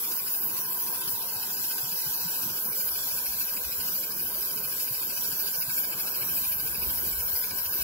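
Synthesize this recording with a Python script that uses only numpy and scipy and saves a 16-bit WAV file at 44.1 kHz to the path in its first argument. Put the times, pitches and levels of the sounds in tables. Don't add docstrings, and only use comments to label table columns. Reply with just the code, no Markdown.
import sys
import numpy as np
from scipy import signal
from scipy.fft import rfft, irfft, next_fast_len
from scipy.io import wavfile
from scipy.ndimage import uniform_filter1d, map_coordinates

SR = 44100
rng = np.random.default_rng(int(sys.argv[2]) if len(sys.argv) > 2 else 0)


def field_ratio(decibels):
    return 10 ** (np.asarray(decibels, dtype=float) / 20)


def log_audio(samples):
    frames = np.atleast_2d(samples).T
    limited = np.clip(frames, -1, 1)
    pcm = np.round(limited * 32767).astype(np.int16)
    wavfile.write(sys.argv[1], SR, pcm)


N = 345303


def unit(x):
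    return x / np.sqrt(np.mean(x ** 2) + 1e-20)


def along(points, hz):
    f, *cols = np.transpose(points)
    return np.squeeze([np.interp(np.log(hz + 1), np.log(f + 1), c) for c in cols])


def curves(rows):
    s, *cols = np.transpose(rows)
    return [np.interp(np.arange(N) / SR, s, c) for c in cols]


def wobble(knots_per_s):
    knots = rng.standard_normal(int(N * knots_per_s / SR) + 4)
    return map_coordinates(knots, [np.arange(N) * knots_per_s / SR])


def patches(shape, wide, long):
    field = uniform_filter1d(rng.standard_normal(shape), wide, -2)
    return unit(uniform_filter1d(field, long, -1))


def filtered(x, response):
    m = next_fast_len(N + 8192)
    return irfft(rfft(x, m) * response(np.fft.rfftfreq(m, 1 / SR)), m)[..., :N]


def ring(noise, table, sharpness):
    def response(f):
        total = 0
        for k, (centre, width, left_db, right_db) in enumerate(table):
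            mode = 1j * f * width / (centre * centre - f * f + 1j * f * width)
            total = total + (-1) ** k * field_ratio([[left_db], [right_db]]) * mode
        return total * np.abs(total) ** sharpness
    return unit(filtered(noise, response))


# frequency in Hz, likeness 0 to 1.
PORT_LIKENESS = [(50, 0.9), (200, 0.84), (500, 0.76), (1050, 0.27), (1550, 0.52), (1900, 0.97), (2500, 0.8),
                 (2850, 0.16), (3300, 0.29), (3800, 0.74), (4800, 0.58), (5600, 0.53), (7500, 0.2),
                 (10000, 0.15), (15000, 0)]
# frequency in Hz, lead in radians.
LEFT_LEAD = [(30, -0.5), (520, 0.65), (1000, 1), (1640, 2), (1980, 1), (2500, 0.93), (3530, 3.5), (5600, 4),
             (8790, 6.5), (10900, 6), (13000, 7.5), (16000, 10)]


def air(patchy_db, wide=8, long=12):
    z = signal.stft(rng.standard_normal((2, N)), nperseg=512)[2]
    gain_db = patchy_db * patches(z.shape[1:], round(wide), round(long))
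    pair = signal.istft(z * field_ratio(gain_db), nperseg=512)[1][:, :N]

    def shares(hz):
        angle = np.arccos(np.clip(along(PORT_LIKENESS, hz), 0, 1)) / 2
        return np.array([np.cos(angle), np.sin(angle)])
    mid, side = filtered(pair, shares)
    ports = np.array([mid + side, mid - side])
    return filtered(ports, lambda hz: np.exp(.5j * along(LEFT_LEAD, hz) * [[1], [-1]]))


# time in seconds, left count, right count.
PLANK_COUNT = [(0, 0.8, 0.6), (.29, 2.06, 1.71), (.73, 3.79, 2.87), (1.16, 5.73, 4.25), (1.6, 7.73, 6.36),
               (2.03, 9.78, 8.49), (2.47, 11.41, 10.4), (2.9, 13.32, 12.28), (3.34, 15.56, 14.11),
               (3.77, 17.93, 15.86), (4.21, 19.76, 17.51), (4.64, 21.41, 19.18), (5.08, 23.25, 20.94),
               (5.51, 24.98, 22.51), (5.95, 26.8, 24.32), (6.39, 28.65, 26.14), (6.82, 30.58, 28.26),
               (7.26, 32.44, 30.14), (7.83, 34.85, 32.55)]
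ECHO_DELAY_S, ECHO_HZ = [[.0003], [.00045]], 13700
ECHO_SHARE = .26


def fence(x):
    f, t, z = signal.stft(x, SR, nperseg=256)
    s, *counts = np.transpose(PLANK_COUNT)
    planks = np.array([np.interp(t, s, c) for c in counts])[:, None]
    turns = planks + (ECHO_DELAY_S * (f - ECHO_HZ))[..., None]
    comb = np.abs(1 + ECHO_SHARE * np.exp(2j * np.pi * turns))
    return signal.istft(z * comb, SR, nperseg=256)[1][:, :N]


# frequency in Hz, left in dB, right in dB.
JET_COLOUR = [(2880, -26, -18), (3650, -16, -14.5), (4200, -14.5, -16), (5100, -13, -15.5),
              (5700, -15, -10.5), (6530, -14.5, -18), (7400, -11, -15.5), (8090, -13.5, -17.5),
              (8220, -23.5, -22), (9190, -10.5, -20), (10370, -9.5, -11), (11280, -6.5, -11),
              (12100, -4, -7), (12800, -2, -1), (13600, -0.5, 0.5), (14600, -1.5, -2), (15200, -3, -2.5),
              (15700, -3, -1)]
# centre in seconds, swing in dB, half width in seconds.
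JET_FLARES = [(.34, 2.5, 0.019), (1.26, 0.5, 0.016), (1.49, -2, 0.0096), (2.87, 1.5, 0.046),
              (3.7, -3, 0.032), (3.98, 2, 0.027), (4.11, -3, 0.036), (4.62, -3, 0.0086), (4.94, 1, 0.025),
              (5.67, -2, 0.022), (5.79, 4.5, 0.013), (5.95, -4, 0.038), (6.08, -1, 0.032),
              (6.14, -5, 0.012), (7.42, 1.5, 0.065), (7.52, -8, 0.021), (7.6, 1, 0.032)]
# time in seconds, low band change in dB.
JET_FACING = [(0, -0.5), (.45, -5), (.8, -1), (1.7, 1.5), (2.2, 1), (2.7, -2.5), (3.0, 0.5), (3.9, -1.5),
              (5, -1), (5.7, 1), (6.1, -1.5), (6.8, 0.5), (7.83, -1.5)]
JET_DB = -25
MIDDLE_DB, LOW_DB = -12.5, -13.5
MIDDLE_FOLLOWS, LOW_FOLLOWS = 1, 0.15
MIDDLE_TURNS = 0.14


def hiss():
    t, facing_db = np.arange(N) / SR, curves(JET_FACING)[0]
    swing_db = sum(db * np.exp(-.5 * ((t - s) / width_s) ** 2) for s, db, width_s in JET_FLARES)
    streaky = fence(air(patchy_db=1.31, wide=14.1, long=6))
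    jet = filtered(streaky, lambda hz: field_ratio(along(JET_COLOUR, hz)) * (hz > 2600))

    def above(hz, edge_hz):
        return .5 + .5 * np.tanh((hz - edge_hz) / 500)
    low = filtered(jet, lambda hz: 1 - above(hz, 8600))
    top = filtered(jet, lambda hz: above(hz, 12000))
    middle = jet - low - top
    top_db = swing_db + 0.76 * wobble(22)
    middle_db = MIDDLE_DB + MIDDLE_FOLLOWS * swing_db + MIDDLE_TURNS * facing_db + 0.77 * wobble(9)
    low_db = LOW_DB + LOW_FOLLOWS * swing_db + facing_db + 1.33 * wobble(9)
    bands = field_ratio(top_db) * unit(top) + field_ratio(middle_db) * unit(middle) + field_ratio(low_db) * unit(low)
    return field_ratio(JET_DB + 0.66 * wobble(17)) * bands


# time in seconds, level in dB.
FLAME_LEVEL = [(0.0, -55.5), (0.41, -56), (0.48, -55.5), (2.97, -55), (7.81, -53.5), (7.83, -54)]
# centre in Hz, width in Hz, left in dB, right in dB.
LOW_FLUE_MODES = [(507, 165, -3.5, -4.5), (743, 150, -3, -4.5), (994, 112, -1.5, -0.5)]
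HIGH_FLUE_MODES = [(1555, 133, 1.5, 2.5), (2036, 139, -2.5, -4), (2446, 390, -5.5, -7.5),
                   (2990, 180, -7.5, -3.5)]
LOW_FLUE_DB, HIGH_FLUE_DB = 6, 7


def flame():
    level_db, = curves(FLAME_LEVEL)
    low = ring(air(patchy_db=1.94, wide=3, long=8), LOW_FLUE_MODES, 0.087)
    high = ring(air(patchy_db=0.87, wide=3, long=8), HIGH_FLUE_MODES, 0.15)
    return field_ratio(level_db.mean() + LOW_FLUE_DB) * low + field_ratio(level_db + HIGH_FLUE_DB) * high


# time in seconds, exhaust beats counted so far.
WHEEL_BEATS = [(0, .35), (0.398, 5.56), (0.951, 12.94), (1.502, 20.97), (2.0, 27.98), (2.5, 34.93),
               (3.4, 46.76), (4.201, 57.01), (4.799, 64.86), (5.397, 72.92), (7.1, 95.54), (7.55, 101.42),
               (7.83, 105.17)]
# delay in seconds, chimney modes in dB, overtones in dB.
STROKE_OFFSETS = [(-0.002, 2, 7), (-0.002, 0, 6.5), (-0.002, -0.5, 5.5), (-0.002, 2, 6.5)]
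# time in seconds, beat level in dB, lower chimney mode over the beat in dB.
ENGINE_EFFORT = [(0, -48.5, 6), (1, -46, -17), (2.2, -43, -26), (2.7, -48, -0.5), (3.6, -41.5, -7),
                 (4.4, -45, -11), (5.5, -41.5, -6), (6.6, -44, -3.5), (7.83, -42, -7)]
# centre in Hz, width in Hz, left in dB, right in dB.
CHIMNEY_MODES = [(2618, 340, -2, 2), (3010, 415, -6, 0)]
LOWER_CHIMNEY_MODE = [(2300, 190, 5.5, 3)]
OVERTONE_MODES = [(1533, 146, 1.6, 3), (4160, 1010, 2.6, -2.5), (5070, 610, 5.2, 6), (10980, 790, 7.8, 0.5)]
CHIMNEY_TRIM_DB, OVERTONE_TRIM_DB = -1.5, 1.0
OVERTONES_FOLLOW = 0.39
BEAT_SCATTER_S, BEAT_SCATTER_DB = 0.0025, 1.6
BETWEEN_DB = -13.5
BEATS_PER_S = 13.3


def exhaust():
    when, counted = np.transpose(WHEEL_BEATS)
    beat = np.arange(np.ceil(counted[0]), counted[-1]).astype(int)
    late_s, stroke_db, over_db = np.array(STROKE_OFFSETS)[beat % len(STROKE_OFFSETS)].T
    chance = rng.standard_normal((len(beat), 4))
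    beat_s = np.interp(beat, counted, when) + late_s + BEAT_SCATTER_S * chance[:, 0]
    at = np.clip(beat_s * SR, 0, N - 1).astype(int)
    effort_db, lower_db = [c[at] for c in curves(ENGINE_EFFORT)]
    mean_db = effort_db.mean()
    first_db = effort_db + stroke_db
    over_db = over_db + mean_db + OVERTONES_FOLLOW * (effort_db - mean_db)
    sizes = np.zeros((3, N))
    sizes[:, at] = field_ratio([first_db, first_db + lower_db, over_db] + BEAT_SCATTER_DB * chance[:, 1:].T)
    t = np.arange(-2000, 2001) / SR
    puff = np.exp(-.5 * (t / np.where(t < 0, .008, .007)) ** 2)
    puffs = signal.fftconvolve(sizes, puff[None], "same", axes=1)
    between = field_ratio(BETWEEN_DB) * uniform_filter1d(sizes, SR // 4, axis=1) * SR / BEATS_PER_S
    first, lower, over = puffs + between
    chimney, lower_chimney, overtones = [ring(air(patchy_db=0.5), table, 0.069)
                                         for table in (CHIMNEY_MODES, LOWER_CHIMNEY_MODE, OVERTONE_MODES)]
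    body = field_ratio(CHIMNEY_TRIM_DB) * (first * chimney + lower * lower_chimney)
    return body + field_ratio(OVERTONE_TRIM_DB) * over * overtones


# frequency in Hz, relative density in dB per Hz.
ROLLING_COLOUR = [(35, -48), (60, -10.5), (189, 1), (277, -3), (406, -0.5), (564, -17.5), (1020, -8),
                  (1400, -3.5), (1820, -55), (3080, -120)]
# start in seconds, level in dB before trim and attack, deck pitch in Hz.
JOINT_THUMPS = [(1.357, -31, 109), (1.83, -28, 137), (1.919, -31, 173), (2.062, -27.5, 141),
                (2.25, -25.5, 165.8), (2.782, -34, 199), (3.566, -37, 193), (4.646, -32, 132),
                (4.705, -36, 129), (4.905, -26.5, 128), (5.321, -30, 139), (5.577, -32, 156),
                (5.677, -26.5, 133), (6.214, -28, 125), (6.647, -32.5, 157), (7.807, -39, 128)]
ROLLING_DB, THUMP_TRIM_DB = -50, -0.5
THUMP_T60_S, THUMP_ATTACK_S = 0.075, 0.014


def wagons():
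    rumble = unit(filtered(air(patchy_db=2.0), lambda hz: field_ratio(along(ROLLING_COLOUR, hz))))
    rolling = field_ratio(ROLLING_DB + 1.4 * wobble(11)) * rumble
    deck, t = np.zeros(N + SR), np.arange(SR // 4) / SR
    for s, db, hz in JOINT_THUMPS:
        decay = field_ratio(db + THUMP_TRIM_DB - 60 * t / THUMP_T60_S)
        attack = 1 - np.exp(-t / THUMP_ATTACK_S)
        deck[round(s * SR):][:len(t)] += decay * attack * np.sin(2 * np.pi * hz * t)
    return rolling + deck[:N]


# time in seconds, pitch in Hz, level in dB.
TYRE_ROAR = [(0, 1120, -56), (.45, 1111, -54), (.6, 1049, -48.5), (.9, 990, -46.5), (1.2, 953, -48),
             (1.6, 916, -55.5), (2.1, 910, -51), (2.7, 880, -61), (3.3, 877, -74), (7.83, 885, -62)]
TRAFFIC_LEFT_DB = 2


def traffic():
    hz, db = curves(TYRE_ROAR)
    slow = filtered(rng.standard_normal((2, 2, N)), lambda f: 1 / (1 + (f / 90) ** 2))
    phase = 2 * np.pi * np.cumsum(hz) / SR
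    roar = unit(slow[0] * np.cos(phase) + slow[1] * np.sin(phase))
    return field_ratio(db + TRAFFIC_LEFT_DB * np.array([[1], [-1]])) * roar


# time in seconds, level in dB.
BREEZE = [(0, -75), (.6, -66), (1, -72), (2.6, -80), (3.1, -55), (4.4, -62), (4.8, -64), (5.9, -62),
          (6.1, -66), (6.3, -61), (6.7, -51), (6.9, -46.5), (7.3, -50), (7.5, -58), (7.83, -54)]
# frequency in Hz, relative density in dB per Hz.
BUFFET_COLOUR = [(12, -48), (24, -14), (44, -5), (65, -7), (108, -14), (190, -15.5), (250, -30), (320, -54),
                 (550, -120)]
# time in seconds, level in dB before trim, pitch in Hz,
# left over right in dB before the limit.
PORT_GUSTS = [(0.519, -53, 108, -2), (0.799, -57, 75.4, 4.5), (1.129, -47, 107.9, 1),
              (2.089, -53, 78.6, -10), (2.509, -67, 77.9, 14.5), (2.919, -50, 80.7, 4.0),
              (3.118, -53, 110, 11.5), (3.289, -46, 45.4, 33.5), (3.659, -45, 61, 14.0),
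              (3.779, -48.5, 92, 21), (4.249, -53, 68, 24.0), (4.389, -48, 43, 2), (5.279, -50, 108, -4),
              (6.319, -44.5, 72.7, 4), (6.468, -48, 91.5, 3), (6.569, -50, 59.2, -1.5),
              (6.82, -43, 67.3, 19), (6.869, -38, 64.6, -16), (7.058, -41, 73, 21), (7.129, -40, 48.4, 11),
              (7.179, -37, 67, -8), (7.249, -45, 81.5, -12), (7.329, -43, 83, -13),
              (7.509, -44.5, 86.1, -2), (7.659, -45, 91.5, 2), (7.799, -46, 63.6, -18.5)]
GUST_TRIM_DB, GUST_PAN_LIMIT_DB = -2.5, 15
GUST_DELAY_S, GUST_HALF_WIDTH_S = 0.012, 0.015


def wind():
    buffeting = filtered(rng.standard_normal((2, N)), lambda hz: field_ratio(along(BUFFET_COLOUR, hz)))
    lumps = field_ratio(0.9 * wobble(8.7) + 3.3 * np.array([wobble(9.6), wobble(11)]))
    breeze = field_ratio(curves(BREEZE)[0] + 2.4 * wobble(11)) * unit(lumps * buffeting)
    t, strikes = np.arange(N) / SR, np.zeros((2, N))
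    for s, db, hz, pan_db in PORT_GUSTS:
        pan_db = np.clip(pan_db, -GUST_PAN_LIMIT_DB, GUST_PAN_LIMIT_DB)
        level = field_ratio(db + GUST_TRIM_DB + pan_db * np.array([[.5], [-.5]]))
        swell = np.exp(-.5 * ((t - s - GUST_DELAY_S) / GUST_HALF_WIDTH_S) ** 2)
        strikes += level * swell * np.cos(2 * np.pi * hz * (t - s) + rng.uniform(0, 2 * np.pi))
    return breeze + strikes


def scene():
    return hiss() + flame() + exhaust() + wagons() + traffic() + wind()


# Hz ahead, Hz abreast, width in Hz, left depth ahead in dB,
# right depth ahead in dB, ratio of depth abreast to ahead.
HOUSING_NOTCHES = [(597, 763, 55, 7, 5, 0.26), (1270, 1337, 88, 1.5, 2, 0.9), (1930, 1882, 89, 2, 3, 3.95),
                   (2223, 2126, 58, 6.5, 14, 0.27), (2794, 2783, 59, 5.5, 10.5, 1.1),
                   (3710, 3620, 59, 0.5, 11.5, 0.87), (5950, 6800, 140, 1, -2, 1.1),
                   (8540, 8830, 254, 3, 20, 0.38), (10400, 11200, 110, 2, 7, 0.92),
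                   (11560, 11040, 250, 0, 8, 0.37), (13300, 13000, 600, 4.5, 2.5, 0.1),
                   (15000, 14600, 190, -2, 3, 2.1)]
# time in seconds, 0 ahead of the camera to 1 abreast.
ENGINE_BEARING = [(0, 0.05), (2.2, 0.12), (2.5, 0.59), (5, 0.85), (7.83, 0.94)]
# time in seconds, centre in Hz, depth in dB.
LEFT_HOLLOW = [(0, 15200, 3), (.9, 14100, 4), (1.8, 15450, 6), (2.8, 14400, 7), (3.9, 14900, 3.5),
               (5, 14700, 12), (6, 14600, 5), (7.2, 15000, 5), (7.83, 15200, 1)]
HOLLOW_WIDTH_HZ = 460
WAVER = 0.008
RIPPLE_DB = 1.2


def housing(x):
    f, t, z = signal.stft(x, SR, nperseg=1024)
    hz = f[:, None]
    at = np.clip((t * SR).astype(int), 0, N - 1)
    bearing, waver = curves(ENGINE_BEARING)[0][at], 1 + WAVER * wobble(4.5)[at]
    dips_db = 0
    for ahead, abreast, width, left_db, right_db, ratio in HOUSING_NOTCHES:
        centre = waver * (ahead + (abreast - ahead) * bearing)
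        depth_db = np.array([left_db, right_db])[:, None, None] * (1 + (ratio - 1) * bearing)
        dips_db = dips_db + depth_db * np.exp(-.5 * ((hz - centre) / width) ** 2)
    hollow_hz, hollow_db = [c[at] for c in curves(LEFT_HOLLOW)]
    hollow = hollow_db * np.exp(-.5 * ((hz - hollow_hz) / HOLLOW_WIDTH_HZ) ** 2)
    dips_db = dips_db + [[[1]], [[0]]] * hollow
    gain = field_ratio(RIPPLE_DB * patches(z.shape, 9, 36) - dips_db)
    return signal.istft(z * gain, SR, nperseg=1024)[1][:, :N]


# frequency in Hz, mean threshold in dB over neighbouring sound.
DROPOUT_THRESHOLD = [(100, -21), (400, -4.5), (1000, -7), (1600, -4), (2200, -1.5), (3500, 4), (5000, -2),
                     (6500, 2.5), (8500, -0.5), (9200, -1), (10000, -6), (11400, -2), (12300, -8),
                     (13500, -11), (14800, -7), (16000, -10)]
THRESHOLD_WANDERS_DB = 4.5


def dropouts(x):
    f, _, z = signal.stft(x, SR, nperseg=2048)
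    power = np.abs(z) ** 2 + 1e-20
    narrow, broad = uniform_filter1d(power, size=20, axis=1), uniform_filter1d(power, size=64, axis=1)
    around = np.abs(np.where(f[:, None] < 1300, narrow, broad))
    wander_db = THRESHOLD_WANDERS_DB * patches(z.shape[1:], 8, 2)
    threshold_db = along(DROPOUT_THRESHOLD, f)[:, None] + wander_db
    limit = around * field_ratio(2 * threshold_db)
    return signal.istft(z / (1 + (limit / power) ** 4), SR, nperseg=2048)[1][:, :N]


def top_cut(x):
    return signal.sosfilt(signal.butter(12, 17060, fs=SR, output="sos"), x)


TOP_HZ = 15750


def record(dry):
    heard = filtered(housing(dry), lambda hz: hz < TOP_HZ)
    mix = dropouts(heard)
    return top_cut(mix)


dry = scene()
out = record(dry)
log_audio(out)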